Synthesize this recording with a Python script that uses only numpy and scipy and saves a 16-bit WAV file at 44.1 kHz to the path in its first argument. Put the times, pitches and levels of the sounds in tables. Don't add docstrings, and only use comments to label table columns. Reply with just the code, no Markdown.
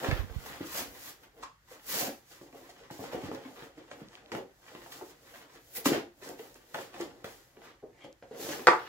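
import sys
import numpy as np
from scipy import signal
from scipy.fft import rfft, irfft
from scipy.io import wavfile
from scipy.ndimage import uniform_filter1d, map_coordinates

SR = 44100
rng = np.random.default_rng(int(sys.argv[2]) if len(sys.argv) > 2 else 0)


def inscribe(sig):
    pcm = np.round(np.clip(np.atleast_2d(sig).T, -1, 1) * 32767)
    wavfile.write(sys.argv[1], SR, pcm.astype(np.int16))


N = 391608

# peak t/s, swell t/s, fade t/s, hiss level/dB, sheen level/dB re hiss, flexing level/dB, crinkle level/dB
HAND_MOVES = [(0.051, 0.18, 0.19, -48, 1, -30.5, -43), (0.17, 0.31, 0.16, -59, 7, -60, -50.5),
              (0.31, 0.032, 0.051, -77, -4.5, -41.5, -72), (0.468, 0.028, 0.033, -52, 6, -45, -51),
              (0.5, 0.4, 0.31, -54, 2.5, -46.5, -52.5), (0.614, 0.027, 0.061, -74, -3, -65, -50),
              (0.67, 0.06, 0.023, -49, 0, -64, -68), (0.786, 0.15, 0.099, -38, 4, -36.5, -43.5),
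              (0.95, 0.34, 0.081, -73, 14, -50.5, -60.5), (1.091, 0.34, 0.076, -49, 4, -53, -58),
              (1.241, 0.13, 0.06, -65, 2.5, -54.5, -63), (1.39, 0.1, 0.1, -69.5, 5, -48.5, -64.5),
              (1.435, 0.026, 0.023, -46.5, -13, -71, -44.5), (1.727, 0.088, 0.11, -56.5, 1, -51.5, -53.5),
              (1.891, 0.041, 0.22, -41.5, 7, -63, -55), (1.945, 0.09, 0.16, -36.5, 0, -39, -47.5),
              (2.0, 0.14, 0.12, -35.5, 5.5, -32.5, -43.5), (2.07, 0.1, 0.042, -43, 1, -35.5, -45),
              (2.318, 0.11, 0.21, -56.5, -0.5, -54.5, -63.5), (2.416, 0.0087, 0.19, -63, 0, -51.5, -71),
              (2.527, 0.0073, 0.11, -70, -5, -46, -74), (2.57, 0.1, 0.47, -62.5, 2, -51.5, -62),
              (2.7, 0.032, 0.043, -56, -7, -53, -61.5), (2.8, 0.18, 0.25, -65.5, -16, -54, -60.5),
              (2.91, 0.0087, 0.38, -54.5, -1, -54, -65), (3.0, 0.039, 0.11, -64, 11, -37, -62),
              (3.035, 0.066, 0.13, -52, -4, -57, -45.5), (3.139, 0.063, 0.062, -54.5, 2, -31.5, -46),
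              (3.26, 0.29, 0.092, -56, -3, -42.5, -53.5), (3.341, 0.078, 0.088, -57.5, -2, -37.5, -51),
              (3.46, 0.075, 0.086, -76, -9, -45, -63), (3.63, 0.044, 0.061, -74, -7, -54, -52),
              (3.65, 0.91, 0.092, -61, 0, -50, -60), (3.785, 0.05, 0.041, -64, -6, -46.5, -59),
              (3.89, 0.42, 0.084, -70, -6, -55.5, -65.5), (3.913, 0.013, 0.063, -56, -18, -44, -56),
              (4.004, 0.16, 0.072, -65, 1, -47.5, -61.5), (4.152, 0.23, 0.094, -63, -8, -55.5, -59.5),
              (4.3, 0.34, 0.038, -72, -17, -52.5, -66.5), (4.32, 0.0061, 0.088, -49.5, -8, -31, -52),
              (4.369, 0.088, 0.077, -58, 2, -35, -54.5), (4.68, 0.14, 0.24, -61, -8, -54, -63),
              (4.76, 0.12, 0.066, -75.5, -6, -45.5, -54.5), (4.925, 0.017, 0.061, -48.5, -1, -50, -50),
              (4.986, 0.54, 0.091, -56.5, 2, -50.5, -59), (5.022, 0.036, 0.22, -63.5, 3, -60, -64),
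              (5.11, 0.23, 0.033, -58.5, 0, -57, -72), (5.27, 0.25, 0.22, -64, 0, -56, -69),
              (5.374, 0.21, 0.11, -58.5, 3, -53.5, -57.5), (5.429, 0.1, 0.049, -64, -3, -50.5, -58.5),
              (5.552, 0.14, 0.058, -60.5, -4, -50.5, -58.5), (5.725, 0.3, .05, -62, 4.5, -60, -80),
              (5.769, 0.047, 0.059, -42, 10.5, -44, -65), (5.858, 0.014, 0.088, -28.5, 0.5, -27, -38),
              (5.943, 0.097, 0.089, -46, 0, -30, -40), (6.237, 0.032, 0.13, -51, -6, -44.5, -47.5),
              (6.296, 0.16, 0.11, -54.5, 3.5, -43, -63), (6.394, 0.041, 0.38, -59, 3.5, -51.5, -62),
              (6.56, 0.024, 0.059, -61.5, 0, -65, -78), (6.72, 0.24, 0.041, -65, 1, -58, -84),
              (6.745, 0.016, 0.13, -51, 1, -34.5, -50), (6.808, 0.14, 0.15, -53, 1, -63, -53.5),
              (6.946, 0.035, .08, -59, -4, -44, -51), (7.018, 0.092, 0.092, -50, -2, -35.5, -50),
              (7.22, 1, 0.031, -70, -2, -54, -66.5), (7.245, 0.0081, 0.085, -52.5, 1, -40.5, -48.5),
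              (7.29, 0.06, 0.36, -58.5, 2, -56.5, -63), (7.578, 0.11, 0.064, -106.5, -6, -54, -79),
              (7.651, 0.12, 0.13, -61.5, -4, -48, -57), (7.826, 0.0067, 0.11, -97, -51, -48, -95),
              (8.02, 0.18, 0.081, -69, -18, -53.5, -67), (8.047, 0.021, 0.04, -59.5, -12, -39.5, -57.5),
              (8.23, 0.0069, 0.041, -70, -18, -42.5, -58.5), (8.313, 0.0087, 0.23, -84, -7, -43, -60.5),
              (8.416, 0.066, 0.4, -44.5, 3, -37, -75), (8.522, 0.19, 0.089, -42, -6, -38, -45),
              (8.61, 0.15, 0.66, -61, -3, -48, -55), (8.8, 0.099, 0.92, -67, -1, -62, -53)]
# f/Hz, relative density level/dB
SLIDE_SPECTRUM = [(880, -10), (1500, -2.5), (2130, -2), (2750, -3.5), (4940, -0.5), (7240, 0),
                  (9000, -10.5), (11700, -17), (19800, -120)]
# f/Hz, relative density level/dB
SHEEN_SPECTRUM = [(7500, -29), (9200, -15), (10500, -7.5), (11500, -3), (13000, -3), (16000, -4)]
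# f/Hz, relative density level/dB
CRINKLE_SPECTRUM = [(560, -18), (950, -2.5), (1500, -3.5), (1900, -3.5), (2300, -8), (3400, -9),
                    (6000, -19), (8000, -83)]
# f/Hz, width f/Hz, level/dB
CARD_MODES = [(194, 234, -1.5), (259.5, 74, 0), (360, 44, -1.5), (399, 20, -4.5), (473.8, 43, -2.5),
              (547.3, 39, -2), (764, 215, 0)]
# t/s, body peak level/dB, panel pitch f/Hz, snap level/dB re body peak, t60/s at panel pitch
PANEL_KNOCKS = [(0.045, -26.5, 410, 3, 0.061), (0.112, -29.5, 486, 8, 0.018),
                (0.298, -38, 493, -13.5, 0.009), (0.461, -37, 905, -11, 0.026),
                (0.607, -27.5, 323, -22, 0.043), (0.619, -38.5, 320, -35, .015),
                (1.428, -36.5, 880, -30, 0.04), (1.434, -31.5, 1085, -5, 0.018),
                (1.712, -47, 513, -21, 0.11), (2.073, -36.5, 276, -19, 0.039),
                (2.413, -40.5, 358, -12, 0.03), (2.527, -49.5, 290, 1, 0.078),
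                (2.546, -45, 708, -13, 0.017), (2.692, -46, 760, -10, 0.018), (2.902, -38, 817, -6, 0.052),
                (2.91, -36.5, 324, -8, 0.017), (2.993, -31, 387, -21, 0.0047), (3.017, -50, 760, -9, .02),
                (3.04, -31, 810, -12, 0.0078), (3.13, -30, 527, -11, 0.026), (3.144, -32, 494, -19, 0.027),
                (3.222, -43, 756, -15, 0.033), (3.237, -28, 303, -20, 0.014),
                (3.285, -32.5, 314, -7, 0.036), (3.315, -26, 490, -11, 0.016), (3.347, -42, 584, -4, 0.023),
                (3.381, -39, 480, -20, 0.015), (3.452, -40.5, 266, -11, 0.12),
                (3.623, -38.5, 404, 2, 0.011), (3.778, -44, 322, -3, 0.052), (3.914, -38, 497, 4, 0.0081),
                (4.017, -37, 208, -32, 0.015), (4.318, -41.5, 257, 14, 0.056),
                (4.349, -28.5, 438, 0, 0.021), (4.665, -49.5, 1910, 1, .01), (4.75, -39, 340, 2, 0.013),
                (4.861, -43.5, 785, 0.5, .02), (5.011, -38, 850, -24, 0.028),
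                (5.018, -37.5, 371, -21, 0.14), (5.022, -41.5, 745, -20, 0.052),
                (5.03, -55, 363, -16, 0.046), (5.357, -52, 745, 8, 0.019), (5.752, -48, 1890, -15, .02),
                (5.78, -41, 443, -21, 0.045), (5.857, -17, 282.5, -0.5, 0.08),
                (5.885, -23.5, 357.2, -22, 0.35), (5.919, -17.5, 354, -25, 0.014),
                (5.93, -25, 723, -15, 0.076), (6.222, -43.5, 378, -6, 0.055), (6.291, -40, 358, -8, 0.071),
                (6.393, -38.5, 440, -0.5, 0.12), (6.556, -46, 375, -1.5, 0.033),
                (6.744, -31.5, 853, 5.5, 0.1), (6.788, -38, 520, 5, 0.0082), (6.942, -43, 706, 5, 0.19),
                (7.0, -26.5, 340.5, -21, 0.1), (7.244, -30.5, 500, 0.5, 0.011),
                (7.569, -45.5, 370, -3.5, 0.13), (7.618, -53, 740, 6, 0.018), (7.828, -47, 500, -31, 0.031),
                (7.835, -36.5, 415, -34, 0.058), (8.044, -40, 534, -22, 0.013), (8.051, -46, 321, -19, 0.1),
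                (8.225, -38.5, 536, -7, 0.011), (8.311, -37.5, 470, -30, 0.02),
                (8.343, -50, 390, -4, 0.025), (8.396, -38, 447, -12, .03), (8.488, -34, 368, -17, 0.03),
                (8.593, -37, 390, 0, 0.025)]
# multiple of panel pitch, level/dB before random spread
PANEL_MODES = [(.62, -10), (.8, -1), (1.0, 9), (1.2, 2), (1.5, 1), (1.9, -6), (2.5, -7), (3.2, -10)]
# t/s, body peak level/dB, crack level/dB re body peak
SHELL_JOLTS = [(8.670, -3.5, -9), (8.678, -8.5, -14), (8.684, -3.5, -26), (8.70, -18.5, -15),
               (8.732, -16.5, -30)]
# f/Hz, level/dB before random spread, t60/s
SHELL_MODES = [(330, -10, 0.048), (459, -1, 0.019), (743, -7, 0.04), (882, -6, 0.073), (925, -6.5, 0.083),
               (975, -5, 0.072), (1170, 4.5, 0.02), (1450, 9, 0.008), (1940, 4, 0.0097),
               (2350, 4.5, 0.0046)]
# t/s, peak level/dB, nominal f/Hz within a wide resonance
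FILM_TICKS = [(0.4653, -37, 5120), (2.7044, -42, 4130), (3.3493, -34, 5000), (4.0861, -41, 4500),
              (4.154, -33.5, 3480), (4.2607, -41, 3500), (4.35, -38, 9000), (4.9217, -33, 3570),
              (6.2905, -31.5, 7320), (6.544, -39, 6960), (6.7426, -47, 3050), (7.0115, -29, 6560),
              (7.244, -42, 3200), (8.0147, -55, 3350), (8.1277, -43, 6160)]
# peak t/s, swell t/s, fade t/s, level/dB, upper resonance level/dB re its mode level
FINGER_SQUEAKS = [(5.768, 0.0096, 0.011, -61.5, -7), (8.043, 0.081, .02, -77.5, 13)]
# f/Hz, level/dB, t60/s
SQUEAK_RESONANCES = [(2110, 16, 0.0084), (3240, 0.5, 0.015)]
# peak t/s, swell t/s, fade t/s, left level/dB, right level/dB
AIR_WAFTS = [(.11, 0.04, 0.095, -66, -27.5), (.24, 0.18, 0.096, -45, -38), (.36, 0.17, 0.24, -63, -44.5),
             (.5, 0.11, 0.087, -74, -52), (.85, 0.63, 0.38, -60, -57), (3.28, 0.41, 0.092, -59, -52),
             (4.1, .5, 0.75, -81, -80), (5.9, 0.2, 0.33, -64, -64), (7.1, 0.48, 0.52, -70, -67),
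             (8.8, 0.56, 0.62, -67, -66)]
# t/s, peak level/dB, push length t/ms
AIR_GUSTS = [(.088, -14.5, 2.8), (.128, -9, 4.6), (.136, -28, 4), (.195, -12.5, 8.7), (.308, -23.5, 7.8),
             (.365, -16, 5.4)]
# t/s, left-port lag t/ms re right
PACK_LAG = [(0, 0.13), (7.4, 0.12), (8.0, -0.011), (8.88, -0.081)]
# f/Hz, level/dB
ROOM_RESONANCES = [(282, -50.5), (342, -50), (471, -58), (543, -62.5), (747, -60.5)]
# f/Hz, left-right likeness (1 alike, 0 unrelated, -1 opposed)
PORT_LIKENESS = [(60, 0.95), (130, 1), (200, 0.76), (300, 0.93), (550, 0.56), (1650, -0.031), (4970, 0.075),
                 (15000, -0.56)]
# f/Hz, relative density level/dB
FLOOR_SPECTRUM = [(26, -7), (40, 18), (85, 4.5), (120, 13), (463, -19), (1830, -1), (2500, -12.5),
                  (7250, -13), (8740, -20), (15000, -15), (16000, -37)]

SWELL_SLOPE_DB, TOP_ROUNDNESS = 26, 0.079
CONTACT_DECAY_MS, RISE_CYCLES = 2.65, 0.084
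SQUEAK_SLIPS_PER_S, SQUEAK_SAG_PER_S = 65, 2.5
STILL_AIR_DB, FLOOR_DB = -84, -68.5
ROOM_T60_S, ROOM_DB, ROOM_GAP_MS = 0.26, 2.5, 0.28
SPOT_S = .03
KNOCK_WET_DB, POP_WET_DB = -5, -5
EXPAND_BELOW_DB, EXPAND_DB_PER_DB = -71, .5
TOP_STOP_HZ = 16120


def sliding(level_db, sheen_db):
    slips = grains(per_s=9000., spread_db=4.5)
    hiss = colour(slips, SLIDE_SPECTRUM)
    sheen = from_db(sheen_db) * colour(slips, SHEEN_SPECTRUM)
    return from_db(level_db) * (hiss + sheen)


def crinkling(level_db):
    bunches = clumps(per_s=42.0, depth_db=4.0)
    snaps = colour(grains(per_s=900., spread_db=4.0), CRINKLE_SPECTRUM)
    return from_db(level_db) * bunches * snaps


def flexing(level_db):
    slips = from_db(level_db) * rms_one(grains(per_s=360.0, spread_db=0.0))
    click = np.eye(1, 8192)[0]
    body = 0
    for k, (hz, width_hz, db) in enumerate(CARD_MODES):
        body = body + (-1) ** k * from_db(db) * np.sqrt(width_hz) * ring(click, hz, 2.7 / width_hz)
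    body = signal.sosfilt(butter2([170, 1300], "band"), body)
    return signal.oaconvolve(slips, body / np.sqrt(np.sum(body ** 2)))[:N]


def knocks():
    out, t = np.zeros(N), np.arange(SR // 5) / SR
    rough = rng.standard_normal((len(PANEL_KNOCKS), len(t)))
    spread_db = rng.normal(0, 2.5, (len(PANEL_KNOCKS), len(PANEL_MODES)))
    for (s, peak_db, hz, snap_db, t60), noise, extra_db in zip(PANEL_KNOCKS, rough, spread_db):
        contact = (1 - np.exp(-t * hz / RISE_CYCLES)) * np.exp(-t * 1000 / CONTACT_DECAY_MS)
        scrape = contact * noise
        push = np.diff(contact, prepend=0) + 0.0023 * scrape
        modes = [from_db(db + e) * ring(push, hz * k, t60 / k)
                 for (k, db), e in zip(PANEL_MODES, extra_db)]
        body = sum(modes[1::2]) - sum(modes[::2])
        snap = from_db(snap_db) * band(scrape, 570, 2400)
        add(out, s, from_db(peak_db) * (body / np.abs(body).max() + snap))
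    return out


def pop():
    out, t = np.zeros(N), np.arange(SR // 4) / SR
    spread_db = rng.normal(0, 2.5, (len(SHELL_JOLTS), len(SHELL_MODES)))
    rough = rng.standard_normal((len(SHELL_JOLTS), len(t)))
    push = signal.sosfilt(butter2(260, "high"), t * np.exp(-t / .00007))
    for (s, peak_db, crack_db), extra_db, noise in zip(SHELL_JOLTS, spread_db, rough):
        body = 0
        for k, ((hz, db, t60), e) in enumerate(zip(SHELL_MODES, extra_db)):
            body = body + (-1) ** k * from_db(db + e) * ring(push, hz, t60)
        crack = from_db(crack_db) * band(noise * t * np.exp(-t / 0.0008), 2200, 6500)
        add(out, s, from_db(peak_db) * (body / np.abs(body).max() + crack))
    return out


def ticks():
    out, click = np.zeros(N), np.eye(1, 400)[0]
    for s, peak_db, hz in FILM_TICKS:
        add(out, s, from_db(peak_db) * band(click, hz / 1.53, hz * 1.16))
    return out


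def squeaks():
    t, out = np.arange(N) / SR, 0
    slips_per_s = SQUEAK_SLIPS_PER_S * clumps(per_s=24.0, depth_db=1.5)
    throb = np.cos(np.pi * np.cumsum(slips_per_s) / SR) ** 2
    for s, swell, fade, db, upper_db in FINGER_SQUEAKS:
        shape = np.exp(-((t - s) / np.where(t < s, swell, fade)) ** 2)
        warped_s = t - SQUEAK_SAG_PER_S * np.clip(t - s, 0, 1) ** 2 / 2
        gains = [shape * throb, shape ** 4 * from_db(upper_db)]
        for (hz, mode_db, t60), gain in zip(SQUEAK_RESONANCES, gains):
            decay = from_db(-60 / (t60 * SR))
            a, b = signal.lfilter([1], [1, -decay], rng.standard_normal((2, N)))
            phase = 2 * np.pi * hz * warped_s
            tone = rms_one(a * np.cos(phase) + b * np.sin(phase))
            out = out + from_db(db + mode_db) * gain * tone
    return out


def draught():
    low = butter2([35, 130], "band")
    out = np.array([from_db(db) * rms_one(signal.sosfilt(low, rng.standard_normal(N)))
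                    for db in swells(AIR_WAFTS, STILL_AIR_DB)])
    t, pushes = np.arange(N) / SR, 0
    for k, (s, db, ms) in enumerate(AIR_GUSTS):
        pushes = pushes - (-1) ** k * from_db(db) * np.exp(-((t - s) * 2000 / ms) ** 2)
    out[1] += signal.sosfilt(butter2(42, "high"), pushes)
    return out


def room(x, count):
    t, out = np.arange(SR // 2) / SR, 0
    spot = np.arange(N) / SR / SPOT_S
    for k in range(count):
        from_spot = (spot - k + count / 2) % count - count / 2
        share = np.cos(np.pi / 2 * np.clip(from_spot, -1, 1)) ** 2
        build_up = 1 - np.exp(-(t * 1000 / ROOM_GAP_MS) ** 2)
        tail = diffuse(size=len(t)) * from_db(-60 * t / ROOM_T60_S) * build_up
        tail = signal.lfilter([1], [1, -.45], tail)
        tail = tail / np.sqrt(np.sum(tail ** 2) / 2)
        out = out + signal.oaconvolve((share * x)[None], tail, axes=1)[:, :N]
    boom = sum((-1) ** k * from_db(db) * ring(x, hz, ROOM_T60_S)
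               for k, (hz, db) in enumerate(ROOM_RESONANCES))
    return from_db(ROOM_DB) * out + boom


def floor_noise():
    return from_db(FLOOR_DB) * colour(diffuse(size=N), FLOOR_SPECTRUM)


def from_db(db):
    return 10 ** (np.asarray(db) / 20)


def rms_one(x):
    return x / np.sqrt(np.mean(x ** 2) + 1e-20)


def butter2(hz, kind):
    return signal.butter(2, hz, kind, fs=SR, output="sos")


def band(x, low_hz, high_hz):
    y = signal.sosfilt(butter2([low_hz, high_hz], "band"), x)
    return y / np.abs(y).max()


def ring(x, hz, t60):
    r, w = from_db(-60 / (t60 * SR)), 2 * np.pi * hz / SR
    return signal.lfilter([0, np.sin(w)], [1, -2 * r * np.cos(w), r * r], x)


def add(out, s, sound):
    i = round(s * SR)
    out[i:i + len(sound)] += sound[:N - i]


def grains(per_s, spread_db):
    sizes = from_db(spread_db * np.minimum(rng.exponential(1, N), 4)) * rng.choice([-1, 1], N)
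    return sizes * (rng.random(N) < per_s / SR) + 1e-18


def clumps(per_s, depth_db):
    knots = rng.standard_normal(round(N / SR * 60))
    knots = rms_one(signal.lfilter([1], [1, -np.exp(-2 * np.pi * per_s / 60)], knots))
    curve = np.interp(np.arange(N) * 60 / SR, np.arange(len(knots)), knots)
    return rms_one(from_db(depth_db * curve))


def in_time(rows):
    s, *columns = np.transpose(rows)
    return [np.interp(np.arange(N) / SR, s, c) for c in columns]


def swells(rows, rest_db):
    s, swell, fade, *levels_db = np.transpose(rows)
    t = np.arange(0, N / SR + .002, .001)[:, None]
    away = np.where(t < s, (s - t) / swell, (t - s) / fade)
    rounded = np.hypot(away, TOP_ROUNDNESS) - TOP_ROUNDNESS
    shape = from_db(-2 * SWELL_SLOPE_DB * rounded)
    power = shape @ from_db(2 * np.transpose(levels_db)) + from_db(2 * rest_db)
    return in_time(np.c_[t, 10 * np.log10(power)])


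def at_hz(points, hz):
    points_hz, values = np.array(points).T
    return np.interp(np.log(hz + 1), np.log(points_hz), values)


def colour(x, spectrum):
    hz = np.arange(x.shape[-1] // 2 + 1) * SR / x.shape[-1]
    return rms_one(irfft(rfft(x) * from_db(at_hz(spectrum, hz)), x.shape[-1]))


def diffuse(size):
    mid, side = rfft(rng.standard_normal((2, size)))
    alike = np.clip(at_hz(PORT_LIKENESS, np.arange(len(mid)) * SR / size), -1, 1)
    return rms_one(irfft(np.sqrt(1 + alike) * mid + np.sqrt(1 - alike) * side * [[1], [-1]], size))


def scene():
    moves = np.array(HAND_MOVES)
    shine_column = moves[:, 3] + moves[:, 4]
    rows = np.c_[moves[:, :4], shine_column, moves[:, 5:]]
    slide_db, shine_db, flex_db, crinkle_db = swells(rows, rest_db=-81.5)
    sheen_db = shine_db - slide_db
    pack = sliding(slide_db - 7.5, sheen_db) + crinkling(crinkle_db - 2.5)
    pack = pack + flexing(flex_db - 10.5) + squeaks()
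    pack, knock, shell = signal.sosfilt(butter2(100, "high"), [pack, knocks(), pop()])
    near = pack + knock + shell + ticks()
    half_lag = in_time(PACK_LAG)[0] * SR / 2000
    at = np.arange(N)
    left = map_coordinates(near, [at - half_lag], order=3)
    right = map_coordinates(near, [at + half_lag], order=3)
    direct = np.array([left, right]) * from_db([[-.3], [.3]])
    wide = [sliding(slide_db - 3.5, sheen_db) for port in direct]
    to_room = pack + from_db(KNOCK_WET_DB) * knock + from_db(POP_WET_DB) * shell
    return direct + wide + room(to_room, count=8) + draught() + floor_noise()


def record(dry):
    power = uniform_filter1d(np.mean(dry ** 2, axis=0), size=1024)
    level_db = 10 * np.log10(power + 1e-12)
    dry = signal.sosfilt(signal.butter(3, 38, "high", fs=SR, output="sos"), dry)
    gain_db = EXPAND_DB_PER_DB * np.minimum(level_db - EXPAND_BELOW_DB, 0)
    top_cut = signal.cheby2(24, 70, TOP_STOP_HZ, fs=SR, output="sos")
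    return signal.sosfilt(top_cut, dry * from_db(gain_db))


dry = scene()
out = record(dry)
inscribe(out)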